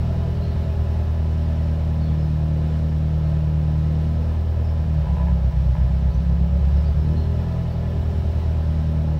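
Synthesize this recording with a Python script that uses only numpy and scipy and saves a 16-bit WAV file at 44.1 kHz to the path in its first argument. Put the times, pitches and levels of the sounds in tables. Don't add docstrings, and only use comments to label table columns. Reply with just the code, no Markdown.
import sys
import numpy as np
from scipy import signal
from scipy.fft import rfft, irfft
from scipy.io import wavfile
from scipy.ndimage import uniform_filter1d

SR = 44100
rng = np.random.default_rng(int(sys.argv[2]) if len(sys.argv) > 2 else 0)


def nominal_scale(level):
    x = np.asarray(level, float) / 20
    return 10 ** x


def digitize_waveform(pressure):
    field = np.atleast_2d(pressure).T
    bounded = np.clip(field, -1, 1)
    quanta = np.round(bounded * 32767).astype(np.int16)
    wavfile.write(sys.argv[1], SR, quanta)


N = 405279
T = np.arange(N) / SR
LEAD = SR // 5
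IDLE_HZ, TURBO_REST_HZ = 39, 550
RATTLE_HZ = 65

# time in seconds, firing rate in Hz.
SPEED = [(0.0, 40.81), (0.3, 40.85), (1.22, 39.29), (1.81, 39.15), (2.24, 38.34), (2.73, 38.94),
         (3.26, 38.32), (3.68, 38.36), (4.49, 39.85), (4.87, 38.86), (5.37, 33.03), (5.55, 32.45),
         (6.21, 33.55), (6.68, 35.21), (7.25, 40.46), (7.58, 41.27), (8.68, 39.07), (9.19, 38.56)]
# time in seconds, combustion effort in dB, roughness 0-1.
LOAD = [(0, 2.5, 0), (.6, 1, 0.5), (1.3, 0.4, .1), (2.3, -0.5, 0.2), (3.4, 0, .15), (4.2, 0.5, 0.1),
        (4.9, 0.5, 0.1), (5.1, 1.5, .75), (5.6, 4, 0.5), (5.9, 4, .55), (6.5, 1.5, 0.7), (7.05, 2.5, 0.8),
        (7.25, 1.5, .05), (7.6, 1, .05), (8, 1.5, .4), (9.19, -0.1, 0.2)]
# time in seconds, loss 0-1.
MISFIRES = [(4.85, 0.5), (5.052, 1), (5.159, 0.96), (5.27, 0.8), (5.511, 1), (5.62, 0.3), (5.76, 0.98),
            (5.87, 0.2), (5.99, 0.5), (6.12, 1), (6.23, 0.65), (6.499, 0.8), (6.93, .4)]
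CYLINDERS = [
    0.34,
    -0.24,
    -4.5,
    -1,
]
# frequency in Hz, gain in dB.
EXHAUST_PATH = [(15, -93.5), (28, -54), (36, -37.5), (46, -35.5), (60, -26.5), (90, -31), (140, -32.5),
                (190, -49.5), (260, -62), (450, -65), (700, -73), (1100, -81.5), (3000, -120)]
# frequency in Hz, width in Hz, height in dB (negative = cancellation).
BOOMS = [(39.75, 0.68, -13), (44.3, 1.2, -9), (49.7, 15, 5.5), (55.7, 5.7, 7.5), (70.57, 12, 11),
         (79.67, 5.45, 6), (84.67, 4.1, -7), (126.7, 7, 8.5), (153.94, 10, 15), (159.5, 3, -18.5),
         (170.9, 11.16, 20), (178.1, 8, 6), (201.8, 13.3, 12), (233.54, 10.6, 21.5), (243.6, 2, 9.5),
         (277.8, 16, 12.5), (307.1, 12, 18.5), (347.3, 9.1, 12.5), (361.9, 25, 13.5), (402.9, 26, 19.5),
         (464.3, 8.3, 15.5), (543, 13, 18.5), (585.5, 15, 18), (654, 35, 17.5)]
# trend rows of frequency in Hz, gain in dB;
# then mode rows of frequency in Hz, width in Hz, height in dB.
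MOUNTS = [(20, -62.5), (45, -40), (65, -44.5), (100, -80), (400, -130)], [(55.7, 5.7, 17)]
# time in seconds, moan in Hz.
TURBO = [(0, 667), (.35, 680), (1.4, 594), (2.6, 522), (3.6, 499), (6.3, 527.3), (7, 561), (7.35, 639),
         (8, 662), (9.19, 556)]
# frequency in Hz, level in dB per Hz.
WHIRR = [(19, -30), (29, -14.5), (100, -10), (200, -9), (270, -22), (430, -19.5), (700, -22), (1150, -32.5),
         (2070, -34.5), (3300, -40.5), (5500, -44.5), (6800, -55), (11500, -60.5), (15700, -56.5)]
# frequency in Hz, width in Hz, height in dB.
PANELS = [(172, 30, -2.5), (208, 7.3, -6.5), (251.6, 12, -10), (289, 10, -5), (327, 8.3, -9),
          (370, 6.7, -0.5), (444, 19, -14), (483, 15, 5), (519, 17, -7.5), (571.4, 32, 5.5), (634, 13, -5),
          (650, 17, 6), (754, 29, -5), (854, 65, 7), (1002, 42, 9.5), (1283, 100, 4), (1593, 52, 5),
          (1743, 56, 7.5), (1890, 20, 0), (2040, 61, -6.5), (2236, 54, -1.5), (2370, 22, -2),
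          (2753, 28, -1.5), (2965, 45, 3.5), (3900, 530, 1), (7070, 44, 3), (7400, 43, 6), (8050, 470, 4),
          (10100, 300, 5)]
KNOCK_LAW = -1.6, 1, 1.2, 0.38
WHIRR_LAW = -56.5, 0.1149, 0.54, 0.0156
MOAN_LAW = -50.5, 0, 1.8, .2
# start in seconds, length in seconds, level in dB.
BUZZES = [(5.039, 0.079, -40.5), (5.15, 0.088, -38), (5.268, 0.055, -38.5), (5.51, 0.025, -47),
          (5.751, 0.045, -38.5), (5.86, 0.045, -48.5), (6.87, .04, -55)]
# frequency in Hz, width in Hz, height in dB.
DASH = [(584, 210, 30), (830, 130, 12.5), (906, 140, 15.3), (996, 49, 24), (1680, 210, 14)]
# frequency in Hz, level in dB.
WHINES = [(5534, -81), (6094, -87), (10013, -86), (15617, -92)]
# start in seconds, length in seconds, start pitch in Hz, end pitch in Hz, level in dB.
CHIRPS = [(0.343, .05, 4550, 4600, -59), (0.405, 0.063, 4250, 4350, -49), (.49, 0.064, 3900, 2950, -58),
          (1.44, 0.068, 4600, 4900, -63), (1.992, 0.073, 4450, 4350, -53), (2.056, .07, 3780, 2930, -56.5),
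          (2.17, 0.1, 5100, 5250, -62), (2.235, .09, 4150, 4440, -62), (3.231, 0.079, 4200, 4370, -58),
          (4.62, 0.1, 5300, 5300, -59), (6.10, 0.036, 4100, 5000, -56), (6.134, 0.034, 6300, 5860, -62),
          (6.153, 0.086, 4050, 5630, -66), (6.76, .05, 5500, 4950, -56.5), (6.84, .05, 4400, 5020, -54),
          (6.969, 0.085, 5200, 5264, -62.5), (7.159, 0.046, 4300, 4260, -53), (7.22, .07, 3700, 2770, -60),
          (7.69, 0.044, 4500, 4470, -59), (8.58, .05, 4500, 4500, -62)]


def exhaust(firings, effort_db, rough, knock_db):
    count = np.arange(-6, int(firings[-1]) + 1)
    times = np.interp(count - .49, np.r_[-SPEED[0][1], firings], np.r_[-1, T])
    size_chance, time_chance, knock_chance = rng.standard_normal((len(count), 3)).T
    shake = np.clip(np.interp(times, T, rough), 0, 1)
    cylinder_db = np.array(CYLINDERS)[count % 4]
    effort = np.interp(times, T, effort_db)
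    sizes = nominal_scale(effort + cylinder_db * (.5 + 0.95 * shake) + 1.8 * shake * size_chance)
    for at, loss in MISFIRES:
        nearness = np.exp(-((times + 0.013 - at) / 0.015) ** 2)
        sizes = sizes * (1 - np.clip(loss, 0, 1) * nearness)

    strength = sizes / nominal_scale(effort)
    weakness = 1 - strength
    drag = .0013 * shake * (np.roll(weakness, -1) - np.roll(weakness, 1))
    gas_times = times + .0006 * shake * time_chance + drag
    gas = below(colour(firing_pulses(gas_times, sizes), EXHAUST_PATH, BOOMS), 188)
    gas = gas + rocking(times, shake * (strength - np.mean(strength)))

    floor = below(gas, 98)
    gas = gas - floor + np.roll(floor, int(.0013 * SR))

    knock_times = times + (.00005 + .0005 * shake ** 2) * knock_chance
    knock_sizes = nominal_scale(np.interp(times, T, knock_db) + .6 * size_chance + 0.25 * cylinder_db)
    return (gas + block_knock(knock_times, knock_sizes))[LEAD:]


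def rocking(times, torque):
    trend, modes = MOUNTS
    return colour(firing_pulses(times, torque), trend, modes)


def block_knock(times, sizes):
    knock = colour(firing_pulses(times, sizes), EXHAUST_PATH, BOOMS)
    return knock - below(knock, 188)


def firing_pulses(times, sizes):
    return clicks(times, sizes * SR / (IDLE_HZ * np.sqrt(2)))


def whirr(firings, level_db):
    noise = colour(rng.standard_normal(N), WHIRR, PANELS)
    noise = noise / np.std(band(noise, 2200, 3400))
    top = above(noise, 12500, 4)
    mid = above(noise - top, 1200, 2)
    low = noise - top - mid
    puff = 1 + 0.092 * np.cos(2 * np.pi * (firings - .3))
    turn = np.cos(np.pi / 2 * (firings - 1.4))
    hiss = nominal_scale(1.5 * turn + 3.0 * np.exp(8.0 * (turn - 1)))
    low = low * puff * nominal_scale(0.55 * walk(5))
    mid = mid * nominal_scale(.5 * walk(9))
    return nominal_scale(level_db) * (low + mid + top * hiss)


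def turbo(firings, moan_hz, moan_db):
    pitch_hz = moan_hz + 3.5 * walk(15)
    beat = 1 + .5 * np.cos(2 * np.pi * firings)
    level = nominal_scale(moan_db + walk(2.5) + 2.0 * walk(10))
    return level * beat * np.sin(2 * np.pi * np.cumsum(pitch_hz) / SR)


def injectors(firings):
    count = np.arange(1, 2 * int(firings[-1]))
    sizes = nominal_scale(5.0 * rng.standard_normal(len(count)))
    ticks = clicks(np.interp(count / 2, firings, T), sizes)[LEAD:]
    burst = rng.standard_normal(400) * np.exp(-T[:400] / .0012)
    return nominal_scale(-86.0) * unit(band(signal.fftconvolve(ticks, burst)[:N], 8000, 15500))


def dash():
    at, length, db = np.transpose(BUZZES)[:, :, None]
    since = np.arange(6) / RATTLE_HZ
    chance = rng.standard_normal((len(BUZZES), 2, 6))
    sizes = nominal_scale(db + 2 * chance[:, 0]) * np.exp(-(since / length) ** 2) * np.sqrt(SR / RATTLE_HZ)
    times = at + .002 + since + .0008 * chance[:, 1]
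    taps = clicks(times.ravel(), sizes.ravel())[LEAD:]
    jolt = np.zeros(N)
    for start, fade, level_db in BUZZES:
        jolt += nominal_scale(level_db) * (T > start) * np.exp(-np.clip((T - start) / fade, 0, 9) ** 2)
    noise = rng.standard_normal(N)
    trend = [(300, -27.5), (700, -4.0), (2500, -1), (5000, -32)]  # Hz, dB
    return colour(0.95 * taps + 0.37 * jolt * noise, trend, DASH) / np.std(colour(noise, trend, DASH))


def whines():
    return sum(nominal_scale(db + 1.5 * walk(2.6)) * np.sqrt(2) * np.sin(2 * np.pi * hz * T) for hz, db in WHINES)


def birds():
    out = np.zeros(N)
    warble, husk = walk(250), walk(150)
    for at, length, start_hz, end_hz, db in CHIRPS:
        part = slice(int(at * SR), int((at + length) * SR))
        way = (T[part] - at) / length
        hz = start_hz + (end_hz - start_hz) * way + 120 * warble[part]
        shape = np.clip(way / 0.23, 0, 1) * np.clip(1 - way, 0, 1) ** 0.71
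        shape = shape * nominal_scale(2.7 * husk[part])
        out[part] += 2 * nominal_scale(db) * shape * np.sin(2 * np.pi * np.cumsum(hz) / SR)
    return reflections(out, 0.05, 2.5)


def reflections(x, decay_s, wet_db):
    tail = rng.standard_normal(SR // 4) * np.exp(-T[:SR // 4] / decay_s)
    wet = signal.fftconvolve(x, tail / np.sqrt(np.sum(tail ** 2)))[:N]
    return (x + nominal_scale(wet_db) * wet) / np.sqrt(1 + nominal_scale(2 * wet_db))


def colour(x, trend, modes):
    size = 2 ** 15
    hz = np.maximum(np.arange(size // 2 + 1) * SR / size, 1)
    trend_hz, trend_db = np.transpose(trend)
    db = np.interp(np.log(hz), np.log(trend_hz), trend_db)
    for mode_hz, width, hump_db in modes:
        db = db + hump_db / (1 + (2 * (hz - mode_hz) / width) ** 2)
    cepstrum = irfft(db * np.log(10) / 20)
    cepstrum[1:size // 2] *= 2
    cepstrum[size // 2 + 1:] = 0
    return signal.fftconvolve(x, irfft(np.exp(rfft(cepstrum))))[:len(x)]


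def clicks(times, sizes):
    place = np.clip(times * SR + LEAD, 0, N + LEAD - 2)
    whole = place.astype(int)
    part = place - whole
    return np.bincount(whole, sizes * (1 - part), N + LEAD) + np.bincount(whole + 1, sizes * part, N + LEAD)


def below(x, hz):
    return signal.sosfiltfilt(signal.butter(4, hz, fs=SR, output="sos"), x)


def above(x, hz, order):
    return signal.sosfiltfilt(signal.butter(order, hz, "high", fs=SR, output="sos"), x)


def band(x, lo_hz, hi_hz):
    return signal.sosfilt(signal.butter(2, [lo_hz, hi_hz], "band", fs=SR, output="sos"), x)


def unit(x):
    return x / np.sqrt(np.mean(x ** 2))


def walk(rate_hz):
    k = int(SR / rate_hz)
    steps = np.repeat(rng.standard_normal(N // k + 1), k)[:N]
    return unit(uniform_filter1d(uniform_filter1d(steps, k), k))


def scene():
    speed_hz = np.interp(T, *np.transpose(SPEED))
    moan_hz = np.interp(T, *np.transpose(TURBO))
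    firings = np.cumsum(speed_hz) / SR
    caught = np.clip((speed_hz - 36) / 3, 0, 1)
    gain = uniform_filter1d(np.gradient(speed_hz) * SR, SR // 5) * caught
    state = np.array([np.ones(N), speed_hz - IDLE_HZ, (moan_hz - TURBO_REST_HZ) / 100, gain])
    knock_db, whirr_db, moan_db = np.array([KNOCK_LAW, WHIRR_LAW, MOAN_LAW]) @ state
    load_s, load_db, load_rough = np.transpose(LOAD)
    effort_db = np.interp(T, load_s, load_db)
    rough = np.interp(T, load_s, load_rough)

    engine = exhaust(firings, effort_db, rough, knock_db)
    engine = engine + reflections(whirr(firings, whirr_db), .02, -8.0)
    engine = engine + turbo(firings, moan_hz, moan_db) + injectors(firings)
    return (engine + dash() + whines() + birds())[None]


def roll_off(x):
    return signal.sosfilt(signal.butter(12, 16370, fs=SR, output="sos"), x)


def record(dry):
    top_cut = signal.ellip(10, .2, 45, 15700, fs=SR, output="sos")
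    return roll_off(signal.sosfilt(top_cut, dry))


dry = scene()
out = record(dry)
digitize_waveform(out)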